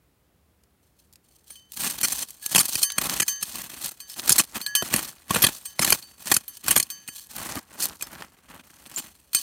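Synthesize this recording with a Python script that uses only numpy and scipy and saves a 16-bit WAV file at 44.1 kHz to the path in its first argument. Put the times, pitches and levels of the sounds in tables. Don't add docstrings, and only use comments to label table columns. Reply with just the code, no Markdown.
import sys
import numpy as np
from scipy import signal
from scipy.fft import rfft, irfft
from scipy.io import wavfile
from scipy.ndimage import uniform_filter1d

SR = 44100
rng = np.random.default_rng(int(sys.argv[2]) if len(sys.argv) > 2 else 0)


def digitize_waveform(pressure):
    field = np.atleast_2d(pressure).T
    bounded = np.clip(field, -1, 1)
    quanta = np.round(bounded * 32767).astype(np.int16)
    wavfile.write(sys.argv[1], SR, quanta)


N = 415422


def amp(db):
    return 10 ** (np.asarray(db) / 20)


def unit_rms(x):
    return x / np.sqrt(np.mean(x ** 2) + 1e-20)


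def add(mix, start, sound):
    part = mix[max(round(start * SR), 0):][:len(sound)]
    part += sound[:len(part)]


def band(x, lo_hz, hi_hz, order=3):
    sections = signal.butter(order, [lo_hz, min(hi_hz, .48 * SR)], "band", fs=SR, output="sos")
    return signal.sosfilt(sections, x)


def wander(length, rate_hz):
    at = np.arange(length) * rate_hz / SR
    return np.interp(at, np.arange(length), rng.standard_normal(length))


def grains(length, per_s, spread_db):
    size = amp(spread_db * np.minimum(rng.exponential(1, length), 3.6))
    return size * rng.choice([-1., 1.], length) * (rng.random(length) < per_s / SR)


def steadied(x, span_s=0.04):
    return x / np.sqrt(abs(uniform_filter1d(x ** 2, int(span_s * SR))) + 1e-4 * np.mean(x ** 2))


def contact(start, length, release_db_per_s, attack_db_per_s=614.5):
    t = np.arange(N) / SR - start
    rise_db = np.minimum(attack_db_per_s * t, 0)
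    fall_db = release_db_per_s * np.maximum(t - length, 0)
    return np.maximum(rise_db - fall_db, -150)


# frequency in Hz, relative spectral density in dB.
HUSH_SPECTRUM = [(15, -68.5), (25, -38), (59, -8), (79, -6.5), (104, -14), (169, -15), (469, -22),
                 (722, -26), (6000, -39), (13000, -36.5)]


def hush(level_db=-65):
    hz, db = np.transpose(HUSH_SPECTRUM)
    colour = amp(np.interp(np.log(np.fft.rfftfreq(N, 1 / SR) + 1), np.log(hz), db))
    return amp(level_db) * unit_rms(irfft(rfft(rng.standard_normal(N)) * colour, N))


# start in seconds, peak level in dB, pitch in Hz.
HANDLING_TICKS = [(0.636, -49, 6650), (1.127, -40, 9640), (1.135, -41, 10300), (1.157, -37.5, 5920),
                  (1.72, -24, 12000), (2.306, -21.5, 11900), (2.902, -16, 3340), (2.92, -16, 6270),
                  (3.618, -19.5, 12100), (3.844, -19, 6130), (7.364, -17, 11000), (8.222, -23, 1050)]


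def snaps(decay_s=0.0031):
    out, t = np.zeros(N), np.arange(1500) / SR
    for start, peak_db, hz in HANDLING_TICKS:
        splinters = grains(len(t), per_s=35000, spread_db=2.5) * np.exp(-t / decay_s)
        burst = band(splinters, 0.59 * hz, 1.8 * hz, order=1)
        add(out, start, amp(peak_db) * burst / abs(burst).max())
    return out


# start in seconds, length in seconds, level of the hiss in dB.
GRIT_TRICKLES = [(0.826, 0.044, -71), (.99, 0.012, -61.5), (1.248, .08, -66), (1.333, 0.022, -59),
                 (1.468, 0.069, -52.5), (1.734, 0.048, -45), (2.286, 0.01, -46), (2.431, .06, -40),
                 (2.797, 0.033, -48), (3.27, 0.017, -38.5), (4.102, 0.014, -40.5), (5.532, 0.017, -38.5),
                 (5.653, 0.0067, -42), (5.945, .05, -45), (6.551, 0.0051, -42.5), (7.147, 0.041, -40.5),
                 (9.15, .02, -62)]


def trickles(crunch_db=-15):
    hiss = np.zeros(N)
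    for start, length, level_db in GRIT_TRICKLES:
        hiss += amp(level_db + contact(start, length, release_db_per_s=173)) ** 2
    return hiss * amp(crunch_db) ** 2, hiss


# frequency in Hz, relative level in dB, time to decay by 60 dB in free air in seconds.
BLADE_MODES = [(1126, -18.5, 0.46), (1684, -12, 1), (1886, -18.5, 0.95), (2480, 0, 0.056),
               (3057, -3.5, 0.48), (3254, 4.5, 0.027), (4237, 9, 0.029), (4547, -0.5, 0.36),
               (5270, -6, 0.15), (6272, 3.5, 0.44), (6970, -1, 0.06), (7210, -4.5, 0.11), (7300, -9, .13),
               (8453, 10, 0.11), (9524, -4.5, .16), (9575, -1, 0.11), (11017, 3.5, 0.12), (12320, 9, 0.074),
               (14480, 7, 0.17), (15300, 0, 0.14)]


def buried_blade(soil_t60, scatter_db=3.0, detune=0.0071, crack=1.0):
    hz, db, free_t60 = np.transpose(BLADE_MODES)[:, :, None]
    t = np.arange(3000) / SR
    weight, shift, sign = rng.standard_normal((3, len(BLADE_MODES), 1))
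    decay_db = 60 * t * (1 / soil_t60 + 1 / free_t60)
    envelopes = np.sign(sign) * amp(.5 * db + scatter_db * weight - decay_db)
    ring = (envelopes * np.sin(2 * np.pi * hz * (1 + detune * shift) * t)).sum(0)
    ring /= np.linalg.norm(ring)
    ring[0] += crack
    return ring


def crumb(hz, cycles=0.76):
    t = np.arange(500) / SR
    pop = np.exp(-t * hz / cycles) * np.sin(2 * np.pi * hz * t)
    return pop / np.linalg.norm(pop)


# time in seconds, share of power from 0 to 1.
STEEL_SHARE = [(1.4, 1), (2.1, 0.85), (2.8, 0.7), (3.1, 0.7), (3.7, 0.89), (4.3, 0.51), (5.0, 0.79),
               (5.5, 0.69), (7.2, 1), (7.5, 0.36), (8.7, 0.52), (9.3, 1)]


def scrape(push_power, crunch_power, hiss_power, grain_sizes=12, clump_db=6.0, heave_db=-14):
    t = np.arange(N) / SR
    slips = amp(2.78 * wander(N, rate_hz=170) + 4.8 * wander(N, rate_hz=61))
    steel, soil = np.zeros((2, N))
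    for hz in np.geomspace(900, 14000, grain_sizes):
        clumps = slips * amp(clump_db * wander(N, rate_hz=70))
        steel_hits = clumps * grains(N, per_s=380, spread_db=4.5)
        steel += signal.oaconvolve(steel_hits, buried_blade(soil_t60=0.035))[:N]
        soil_hits = clumps * grains(N, per_s=320, spread_db=7)
        soil += signal.oaconvolve(soil_hits, crumb(hz))[:N] * (hz / 4000) ** 0.52
    share = np.clip(np.interp(t, *np.transpose(STEEL_SHARE)), 0, 1)
    grit = np.sqrt(share) * unit_rms(steel) + np.sqrt(1 - share) * unit_rms(soil)
    clods = slips * grains(N, per_s=1200, spread_db=3.5)
    crumbs = unit_rms(band(grit, 600, 3490))
    crumbs += 1.7 * (1 - share) * unit_rms(band(clods, 550, 1800, order=2))
    shove = unit_rms(band(band(clods, 60, 350), 140, 330, order=1))
    heave = amp(heave_db) * unit_rms(band(clods, 46, 61, order=2))
    push = np.sqrt(push_power) * steadied(shove + heave, span_s=0.057)
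    crunch = np.sqrt(crunch_power) * steadied(crumbs)
    hiss = np.sqrt(hiss_power) * steadied(band(grit, 3000, 15000))
    return push + crunch + hiss


# start in seconds, length in seconds, level of the rasp in dB, depth as a weighting in dB.
STONE_CATCHES = [(1.502, 0.0076, -51.5, 11), (2.031, 0.026, -18.5, 0), (2.22, .014, -27.5, 0),
                 (2.12, .01, -24, -4), (2.461, .0015, -19.5, -3.5), (2.548, 0.0016, -15, 10),
                 (2.557, 0.0095, -12.5, 5.5), (2.579, 0.0065, -14, 4), (2.59, 0.0025, -14.5, -33),
                 (2.597, .016, -15.5, -1), (2.754, 0.0028, -18, 2), (2.828, 0.0066, -15.5, -18),
                 (2.981, 0.0042, -16.5, 5.5), (3.199, 0.008, -16, 4), (3.219, 0.012, -21.5, 4),
                 (3.426, 0.0084, -22.5, -1), (4.293, 0.0034, -8.5, -4.5), (4.303, 0.0016, -14.5, 2),
                 (4.319, 0.0091, -12, -16.5), (4.381, 0.011, -12, -5), (4.394, 0.0098, -15, 6),
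                 (4.554, .005, -31.5, 10), (4.822, 0.0056, -27.5, 17), (4.939, 0.0017, -14, 7),
                 (4.961, 0.0028, -16.5, 1), (5.306, 0.0045, -22.5, 19.5), (5.344, 0.0066, -21, 7),
                 (5.358, 0.0098, -23, 17.5), (5.42, 0.012, -14, -1), (5.437, .013, -13, 9),
                 (5.466, 0.005, -16, 7.5), (5.7922, 0.0033, -18, 10), (5.821, 0.014, -19.5, 5.5),
                 (5.846, .0032, -14.5, 1.5), (5.875, 0.0025, -22, 10.5), (5.903, 0.0023, -12.5, -1),
                 (5.923, 0.0051, -10.5, 5), (6.315, 0.008, -13, 7.5), (6.34, 0.0072, -16.5, -29),
                 (6.365, 0.0025, -12.5, 0.5), (6.681, 0.0021, -15, 3), (6.707, 0.009, -13, 0),
                 (6.757, 0.0035, -22, 1), (6.762, 0.0029, -12, 6), (6.774, 0.0085, -15, -4),
                 (6.799, 0.0034, -14.5, -0.5), (6.827, 0.0022, -20.5, -6), (7.084, 0.0064, -36.5, 11.5),
                 (7.564, 0.013, -41, 27), (7.822, 0.024, -22.5, -6.5), (8.011, .002, -35.5, 2),
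                 (8.023, 0.004, -24, -1.5), (8.972, 0.015, -34.5, 5), (9.347, 0.0017, -15.5, -2.5)]


def catches(rise_s=0.0005, release_s=0.0015, thud_s=0.0038, grind_ratio=2.01):
    out, t = np.zeros(N), np.arange(4000) / SR
    for start, length, level_db, depth_db in STONE_CATCHES:
        since_release = np.maximum(t - 0.91 * length, 0)
        during = t < length + .003
        skid = np.minimum(t / rise_s, 1) * grains(len(t), per_s=18000, spread_db=3.5)
        force = skid * np.exp(-since_release / release_s)
        steel = signal.fftconvolve(force, buried_blade(soil_t60=0.033))[:len(t)]
        soil = band(skid * np.exp(-since_release / thud_s), 55, 400, order=2)
        thud = band(soil, 130, 300, order=1)
        grind_hz = 1990 * 2 ** (-0.053 * depth_db)
        grind = band(steel, grind_hz / grind_ratio, grind_hz * grind_ratio, order=2)
        rasp = band(steel, 3850, 12700)
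        thud_db, grind_db = -22.5 + 1.17 * depth_db, -8 + 0.56 * depth_db
        for db, part in ((thud_db, thud), (grind_db, grind), (0, rasp)):
            power = np.mean(part[during] ** 2) + 0.16 * np.mean(part[~during][:400] ** 2)
            add(out, start, amp(level_db + db) * part / np.sqrt(power + 1e-20))
    return out


# start in seconds, onset of damping in
# seconds, level in dB, # frequency favoured by the strike point in Hz, boost at that frequency in dB.
BLADE_KNOCKS = [(1.505, 1.72, -56.5, 9800, 20), (1.556, 1.72, -59, 3030, 17.5),
                (2.426, 2.527, -52, 1700, 16), (2.832, 2.98, -29.5, 10100, 16),
                (3.185, 3.254, -50, 1850, 11), (3.281, 3.444, -31, 6650, 10.5),
                (4.003, 4.171, -48, 4540, 9), (4.098, 4.18, -51.5, 5220, 20), (4.614, 4.75, -43.5, 4400, 9),
                (4.663, 4.818, -41.5, 1700, 21), (4.664, 4.67, -44.5, 4240, 18.5),
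                (4.752, 4.816, -25.5, 2940, 7), (5.656, 5.791, -44.5, 8400, 7),
                (6.025, 6.277, -58.5, 4500, 18.5), (6.48, 6.66, -50, 11900, 16),
                (6.902, 7.12, -41, 4680, 5), (7.077, 7.3, -46.5, 7560, 6), (8.01, 8.05, -57, 2460, 28),
                (8.029, 8.058, -59, 5430, 28), (8.962, 9.237, -67.5, 7330, 49),
                (9.332, 9.42, -41.5, 4240, 5), (9.348, 9.389, -31.5, 9040, 12.5),
                (9.352, 9.42, -45, 2480, 18), (9.37, 9.42, -52, 4160, 23)]


def knocks(scatter_db=1.26, reach_octaves=0.14, damping_s=0.0025, tick_db=4, tick_s=0.0081):
    out, t = np.zeros(N), np.arange(SR // 2) / SR
    hz, db, t60 = np.transpose(BLADE_MODES)[:, :, None]
    for start, stop, level_db, favoured_hz, boost_db in BLADE_KNOCKS:
        strike_db = boost_db * np.exp(-(np.log2(hz / favoured_hz) / reach_octaves) ** 2)
        strike_db += scatter_db * rng.standard_normal(hz.shape)
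        envelopes = amp(db + strike_db - 60 * t / t60)
        ring = (envelopes * np.sin(2 * np.pi * (hz * t + rng.random(hz.shape)))).sum(0)
        ring *= np.exp(-np.maximum(start + t - stop, 0) / damping_s)
        noise = unit_rms(band(rng.standard_normal(len(t)), 1000, 15000))
        tick = amp(tick_db) * np.exp(-t / tick_s) * noise
        add(out, start, amp(level_db) * (ring + tick))
    return out


# start in seconds, length in seconds, force in dB,
# grittiness in dB (low in soft earth, high in dry grit).
SOIL_STROKES = [(1.784, 0.13, -39, 4.5), (1.839, 0.031, -33, -2), (1.95, .05, -43, 0),
                (2.008, 0.21, -41.5, 6), (2.522, 0.12, -38, 5.5), (2.655, 0.17, -44, 9),
                (2.992, 0.18, -34, -0.5), (3.427, 0.011, -47, 7.5), (3.47, 0.11, -48, 4),
                (3.554, 0.071, -41, -0.5), (3.64, 0.16, -47, -0.5), (3.825, 0.067, -41.5, 5),
                (4.182, 0.017, -40, 2), (4.235, .03, -43.5, -3), (4.263, 0.15, -37.5, 4.5),
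                (4.553, 0.033, -36, -3.5), (4.83, 0.053, -42, 0), (4.916, 0.081, -33, -2),
                (5.021, 0.064, -43, 3), (5.312, 0.18, -34.5, -2.5), (5.813, 0.13, -34, 1.5),
                (6.213, 0.0057, -48.5, 2), (6.274, 0.084, -36, 1.5), (6.666, 0.12, -33, 0),
                (7.303, .05, -52, 3), (7.37, 0.21, -39.5, -3), (7.711, 0.08, -52, -4.5),
                (7.78, 0.15, -47, -9), (7.811, 0.046, -40.5, 8.5), (8.02, 0.12, -50, -4),
                (8.13, 0.11, -46.5, -8.5), (8.28, 0.28, -63.5, -8), (8.488, 0.11, -49.5, -9),
                (8.65, 0.4, -59, -2), (8.853, 0.23, -52, -2.5), (8.972, 0.024, -40, 2.5),
                (9.364, .055, -51, 11)]


def strokes(swell_db=1, push_db=-7.5, hiss_db=5, settle_db=-17):
    t = np.arange(N) / SR
    push, crunch, hiss = np.zeros((3, N))
    for start, length, force_db, grit_db in SOIL_STROKES:
        position = np.clip(2 * (t - start) / length - 1, -1, 1)
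        arch_db = swell_db * (.5 - position ** 2)
        press = amp(force_db + contact(start, length, release_db_per_s=460) + arch_db) ** 2
        settle = amp(force_db + settle_db + contact(start, length, release_db_per_s=36)) ** 2
        push += press * amp(push_db - 0.31 * grit_db) ** 2 + settle * amp(-11) ** 2
        crunch += press + settle * amp(-3.5) ** 2
        hiss += (press * amp(hiss_db) ** 2 + settle) * amp(grit_db) ** 2
    return push, crunch, hiss


def garden(x, t60=0.057, wet_db=-22):
    t = np.arange(SR // 3) / SR
    tail = band(rng.standard_normal(len(t)), 150, 16000, order=1) * amp(-60 * t / t60) * (t > .003)
    return x + amp(wet_db) * signal.oaconvolve(x, tail / np.linalg.norm(tail))[:N]


def scene():
    trickle_crunch, trickle_hiss = trickles()
    push, crunch, hiss = strokes()
    digging = scrape(push, crunch + trickle_crunch, hiss + trickle_hiss)
    trowel = digging + amp(-0.5) * catches() + knocks() + snaps()
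    return (garden(trowel) + hush())[None]


def record(dry, cutoff_hz=15950):
    rounded = dry / (1 + dry ** 4) ** .25
    low_pass = signal.firwin(301, cutoff_hz, window=("kaiser", 8), fs=SR)
    return signal.oaconvolve(rounded, low_pass[None], "same")


dry = scene()
out = record(dry)
digitize_waveform(out)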